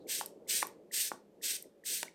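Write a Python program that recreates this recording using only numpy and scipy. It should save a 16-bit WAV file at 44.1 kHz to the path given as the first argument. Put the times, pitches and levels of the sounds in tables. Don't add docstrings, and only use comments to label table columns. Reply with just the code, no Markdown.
import sys
import numpy as np
from scipy import signal
from scipy.fft import rfft, irfft
from scipy.io import wavfile
from scipy.ndimage import map_coordinates

SR = 44100
rng = np.random.default_rng(int(sys.argv[2]) if len(sys.argv) > 2 else 0)


def master(y):
    cut = np.clip(np.atleast_2d(y).T, -1, 1)
    pcm = np.round(cut * 32767)
    wavfile.write(sys.argv[1], SR, pcm.astype(np.int16))


N = 94550

# full_flow_s, shut_off_s, crest_db, sag_db, closing_s, tilt_db_per_octave,
# orifice_hz, orifice_re_jet_db, leak_re_flow_db
STROKES = [(0.095, 0.204, -34.5, 4.5, 0.0014, -0.66, 8100, -7.5, -2),
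           (0.498, 0.628, -31, 7.5, .002, -0.5, 8020, -3, -8.5),
           (.939, 1.092, -31.5, 7.5, 0.0024, 0.2, 7980, -5, -8.5),
           (1.439, 1.571, -33, 6.5, 0.001, -.5, 7900, -5.5, -7.5),
           (1.864, 2.004, -35, 6, 0.0068, 0, 8010, -5, -1.5)]
# frequency_hz, relative_db
JET_SPECTRUM = [(60, -61.5), (300, -54), (800, -28), (1200, -30.5), (1450, -17), (1750, -9), (2300, -7.5),
                (3300, -4), (4800, -3), (6100, -1.5), (7000, -4.5), (8500, 0), (9400, -6.5), (10300, -14.5),
                (11500, -6), (13000, -3), (14500, -9), (16000, -17.5)]
# start_s, gain_db
DROPLETS = [(.509, -25.5), (.529, -25), (0.553, -37.5), (0.5517, -29.5), (1.504, -54)]
# start_s, blow_db, blow_hz, blow_t60_s, ring_db, grip_pitch_ratio, crack_db, low_cut_hz
IMPACTS = [(.2112, -23, 893, 0.0088, -36, 0.97, -35, 622), (0.6278, -18, 1037, 0.013, -30, 1.01, -27, 380),
           (1.1171, -16.5, 1040, .0035, -36, 0.998, -61, 259),
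           (2.0296, -27.5, 825, 0.0082, -38.5, 1.07, -25.5, 268)]
# pitch_hz, relative_db, t60_s
BOTTLE_MODES = [(370, -7, .035), (570, -5, .03), (880, 0, .028), (1130, -5, .025), (1400, -3, .025),
                (1700, -9, .02), (2100, -11, .015)]
# frequency_hz, relative_db
CRACK_SPECTRUM = [(300, -5.5), (1000, -3), (2000, 10.5), (2550, 5.5), (3100, 3.5), (4200, -2.5), (5500, -3),
                  (8000, -5), (9600, 0.5), (11000, -3.5), (16000, -38)]
# start_s, gain_db, tilt_db_per_octave
RELEASES = [(0.2602, -28, -8), (0.6696, -32.5, 0), (1.6248, -35, -1), (1.6252, -41.5, 3)]
# frequency_hz, relative_db
TICK_SPECTRUM = [(1000, -47.5), (2500, -20.5), (3500, -29.5), (6500, -12.5), (8200, 0), (10000, -7),
                 (11500, -0.5), (13500, 7.5), (14700, -34), (16000, -25.5)]
# centre_s, level_db, pitch_hz
VALVE_BLIPS = [(0.07, -57, 2210), (0.47, -60, 2090), (0.625, -29, 1823), (0.9137, -46, 1920),
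               (1.415, -55, 1850), (1.642, -61, 2000), (1.839, -49, 1870), (2.031, -35.5, 1890),
               (2.0825, -42.5, 2150)]
# centre_s, half_length_s, level_db, pitch_hz
HAND_RUBS = [(0.018, 0.019, -75.5, 4100), (2.117, 0.0018, -75, 3900)]
# frequency_hz, t60_s
ROOM_DECAY = [(150, .3), (500, .28), (1000, .26), (2500, .28), (5000, .24), (9000, .2), (15000, .13)]
# frequency_hz, gain_db
ROOM_RESPONSE = [(150, 17.5), (1000, -1), (3000, -2), (6000, 2.5), (9000, 0.5), (12000, -3), (16000, -0.5)]
# frequency_hz, relative_db
RUMBLE_SPECTRUM = [(20, -30.5), (50, -33.5), (80, -15), (100, -15), (125, -10), (180, 0.5), (250, -1),
                   (310, 4), (420, 6.5), (570, 1.5), (700, -7.5), (950, -16.5), (1600, -37.5), (3000, -43),
                   (8000, -39.5), (14000, -80.5), (16000, -52.5)]
# time_s, relative_db
RUMBLE_CONTOUR = [(0.0, -55), (0.11, -59.5), (0.57, -58), (1.19, -66), (1.56, -62.5), (1.7, -66.5),
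                  (2.03, -70.5), (2.14, -72)]
# centre_s, half_length_s, level_db
RUMBLE_SWELLS = [(0.067, 0.028, -51.5), (0.333, .025, -57.5), (0.428, 0.017, -55), (0.804, 0.04, -59),
                 (1.385, 0.051, -64), (1.662, 0.019, -54.5), (1.929, 0.027, -54.5)]
# pitch_hz, level_db
HUM_LINES = [(170, -78), (208, -74.5), (416, -77), (459, -77.5), (566, -77)]
# frequency_hz, relative_db
AIR_SPECTRUM = [(20, 4.5), (200, 13.5), (2000, 1), (6000, -7), (10000, -8.5), (14000, -9), (15000, -14),
                (16000, -26.5)]


def mist():
    rise_s, rise_db, crest, swell_db = 0.031, 35, 0.54, 2
    spits_per_s, orifice_glide, orifice_width_hz = 390, 0.14, 1900
    open_lead_s, open_edge_s, leak_s = 0.024, 0.0012, 0.025
    t, out = np.arange(N) / SR, np.zeros(N)
    for start, end, crest_db, sag_db, closing_s, tilt_db, orifice_hz, orifice_db, leak_db in STROKES:
        progress = np.clip((t - start) / (end - start), 0, 1)
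        level_db = crest_db - rise_db * np.clip((start - t) / rise_s, 0, 4) ** 1.03
        level_db -= swell_db * np.maximum(1 - progress / crest, 0)
        level_db -= sag_db * np.maximum((progress - crest) / (1 - crest), 0) ** 0.51
        spit_times = rng.random(N) < spits_per_s / SR
        spits = spit_times * amp(0.5 + 3 * np.minimum(rng.exponential(1, N), 5))
        jet = unit(colour(rng.standard_normal(N) + spits, JET_SPECTRUM, tilt_db))
        pitch_hz = orifice_hz * (1 + orifice_glide * progress)
        whistle = unit(resonate(high_pass(rng.standard_normal(N), 2000), pitch_hz, orifice_width_hz))
        opened = 0.5 + 0.5 * np.tanh((t - start + open_lead_s) / open_edge_s)
        closed = 0.5 + 0.5 * np.tanh((t - end) / (2 * closing_s))
        leak = closed * amp(leak_db) * np.exp(-np.maximum(t - end, 0) / leak_s)
        out += unit(jet + amp(orifice_db) * whistle) * amp(level_db) * opened * (1 - closed + leak)
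    flutter_db = 0.5 * wander(hz=193.5)
    surge_db = wander(hz=25)
    return out * amp(surge_db - flutter_db)


def droplets():
    out = np.zeros(N)
    for start, db in DROPLETS:
        add(out, start, amp(db) * snap(JET_SPECTRUM, decay_s=0.00043))
    return out


def plunger_knocks():
    t, out = np.arange(SR // 10) / SR, np.zeros(N)
    attack = 1 - np.exp(-t / 0.0002)
    for start, blow_db, blow_hz, blow_t60, ring_db, grip, crack_db, low_cut_hz in IMPACTS:
        ring = sum(damped_mode(t, hz * grip, db, t60) for hz, db, t60 in BOTTLE_MODES)
        blow = damped_mode(t, blow_hz, blow_db, blow_t60)
        knock = high_pass((blow + amp(ring_db) * ring) * attack, low_cut_hz)
        add(out, start, low_pass(knock, 2.36 * blow_hz))
        crack = high_pass(snap(CRACK_SPECTRUM, decay_s=0.0015), low_cut_hz)
        add(out, start, amp(crack_db) * crack)
    return out


def release_ticks(low_cut_hz=4000, sizzle_db=-15.5, sizzle_s=0.0042):
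    t, out = np.arange(SR // 10) / SR, np.zeros(N)
    for start, db, tilt_db in RELEASES:
        tick = snap(TICK_SPECTRUM, decay_s=0.00058, tilt_db=tilt_db)
        spring = unit(colour(rng.standard_normal(len(t)), TICK_SPECTRUM, tilt_db))
        sizzle = amp(sizzle_db) * spring * np.exp(-t / sizzle_s)
        for sound in (tick, sizzle):
            add(out, start, amp(db) * high_pass(sound, low_cut_hz))
    return out


def valve(half_s=0.0016):
    t = np.arange(N) / SR
    return sum(amp(db) * gaussian(t - centre, half_s) * np.sin(2 * np.pi * hz * (t - centre))
               for centre, db, hz in VALVE_BLIPS)


def hand_rubs():
    t, out = np.arange(N) / SR, np.zeros(N)
    for centre, half_s, db, hz in HAND_RUBS:
        friction = resonate(rng.standard_normal(N), np.full(N, hz), width_hz=760)
        out += amp(db) * unit(friction) * gaussian(t - centre, half_s)
    return out


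def face_reflection(x, echo_db=-15.5):
    delay_s = 0.0015 + 0.0005 * np.tanh(wander(hz=1))
    echo = map_coordinates(x, [np.arange(N) - delay_s * SR], order=3)
    return (x + amp(echo_db) * echo) / np.hypot(1, amp(echo_db))


def room(x, reflections=8, gap_s=0.003, build_s=0.014):
    hz, t, bands = signal.stft(rng.standard_normal(SR // 2), SR, nperseg=256)
    decay = amp(-60 * t / read(ROOM_DECAY, hz)[:, None])
    tail = signal.istft(bands * decay, SR, nperseg=256)[1]
    tail *= np.clip((np.arange(len(tail)) / SR - gap_s) / build_s, 0, 1)
    response = amp(-15) * tail / np.linalg.norm(tail)
    early_gain = amp(-27) / np.sqrt(reflections)
    for when, polarity in rng.random((reflections, 2)):
        add(response, gap_s + 0.023 * when, [np.sign(polarity - 0.5) * early_gain])
    return colour(signal.fftconvolve(x, response)[:N], ROOM_RESPONSE)


def background(hum_waver=0.51, air_db=-77):
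    t = np.arange(N) / SR
    contour = amp(np.interp(t, *np.transpose(RUMBLE_CONTOUR)) + 1.5)
    rumble = contour * unit(colour(rng.standard_normal(N), RUMBLE_SPECTRUM))
    swells = sum(amp(db) * gaussian(t - centre, half_s) for centre, half_s, db in RUMBLE_SWELLS)
    rumble += swells * unit(low_pass(high_pass(rng.standard_normal(N), 410), 438, order=5))
    hum = np.zeros(N)
    for hz, db in HUM_LINES:
        tone = np.sin(2 * np.pi * hz * t + 2 * hum_waver * wander(hz=4))
        hum += amp(db) * unit(tone * (1 + hum_waver * wander(hz=3.3)))
    return rumble + hum + amp(air_db) * unit(colour(rng.standard_normal(N), AIR_SPECTRUM))


def amp(db):
    return 10 ** (np.asarray(db) / 20)


def unit(x):
    return x / np.sqrt(np.mean(x ** 2) + 1e-20)


def read(points, hz):
    f, value = np.transpose(points)
    return np.interp(np.log(hz + 1), np.log(f + 1), value)


def add(mix, start_s, sound):
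    part = mix[max(round(start_s * SR), 0):][:len(sound)]
    part += sound[:len(part)]


def gaussian(t, half_s):
    return np.exp(-(t / half_s) ** 2)


def damped_mode(t, hz, db, t60):
    return amp(db - 60 * t / t60) * np.sin(2 * np.pi * hz * t)


def colour(x, spectrum, tilt_db=0):
    hz = np.fft.rfftfreq(len(x), 1 / SR)
    octaves = np.log2(np.maximum(hz, 1500) / 6000)
    return irfft(rfft(x) * amp(read(spectrum, hz) + tilt_db * octaves), len(x))


def wander(hz):
    f = np.fft.rfftfreq(N, 1 / SR)
    return unit(irfft(rfft(rng.standard_normal(N)) / (1 + (f / hz) ** 4), N))


def resonate(x, hz, width_hz):
    phasor = np.exp(2j * np.pi * np.cumsum(hz) / SR)
    pole = np.exp(-np.pi * width_hz / SR)
    for _ in range(2):
        x = 2 * (phasor * signal.lfilter([1 - pole], [1, -pole], x / phasor)).real
    return x


def snap(spectrum, decay_s, tilt_db=0, size=1024):
    t = np.arange(size) / SR
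    burst = np.pad(rng.standard_normal(size) * np.exp(-t / decay_s), (0, size))
    lead = size // 32
    burst = colour(np.roll(burst, lead), spectrum, tilt_db)[lead // 2:size]
    return burst / np.linalg.norm(burst) * np.sqrt(decay_s * SR / 2)


def high_pass(x, hz, order=3):
    return signal.sosfilt(signal.butter(order, hz, "high", fs=SR, output="sos"), x)


def low_pass(x, hz, order=3):
    return signal.sosfilt(signal.butter(order, hz, fs=SR, output="sos"), x)


def scene():
    spray = face_reflection(mist() + droplets())
    pump = plunger_knocks() + release_ticks() + valve() + hand_rubs()
    mid = spray + pump + room(spray + amp(-0.5) * pump) + background()
    side = amp(-45.5) * (room(spray + pump) + background())
    return np.array([mid + side, mid - side])


def record(dry):
    kernel = signal.firwin(511, 16150, window=("kaiser", 9), fs=SR)
    return signal.oaconvolve(dry, kernel[None], "same")


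dry = scene()
out = record(dry)
master(out)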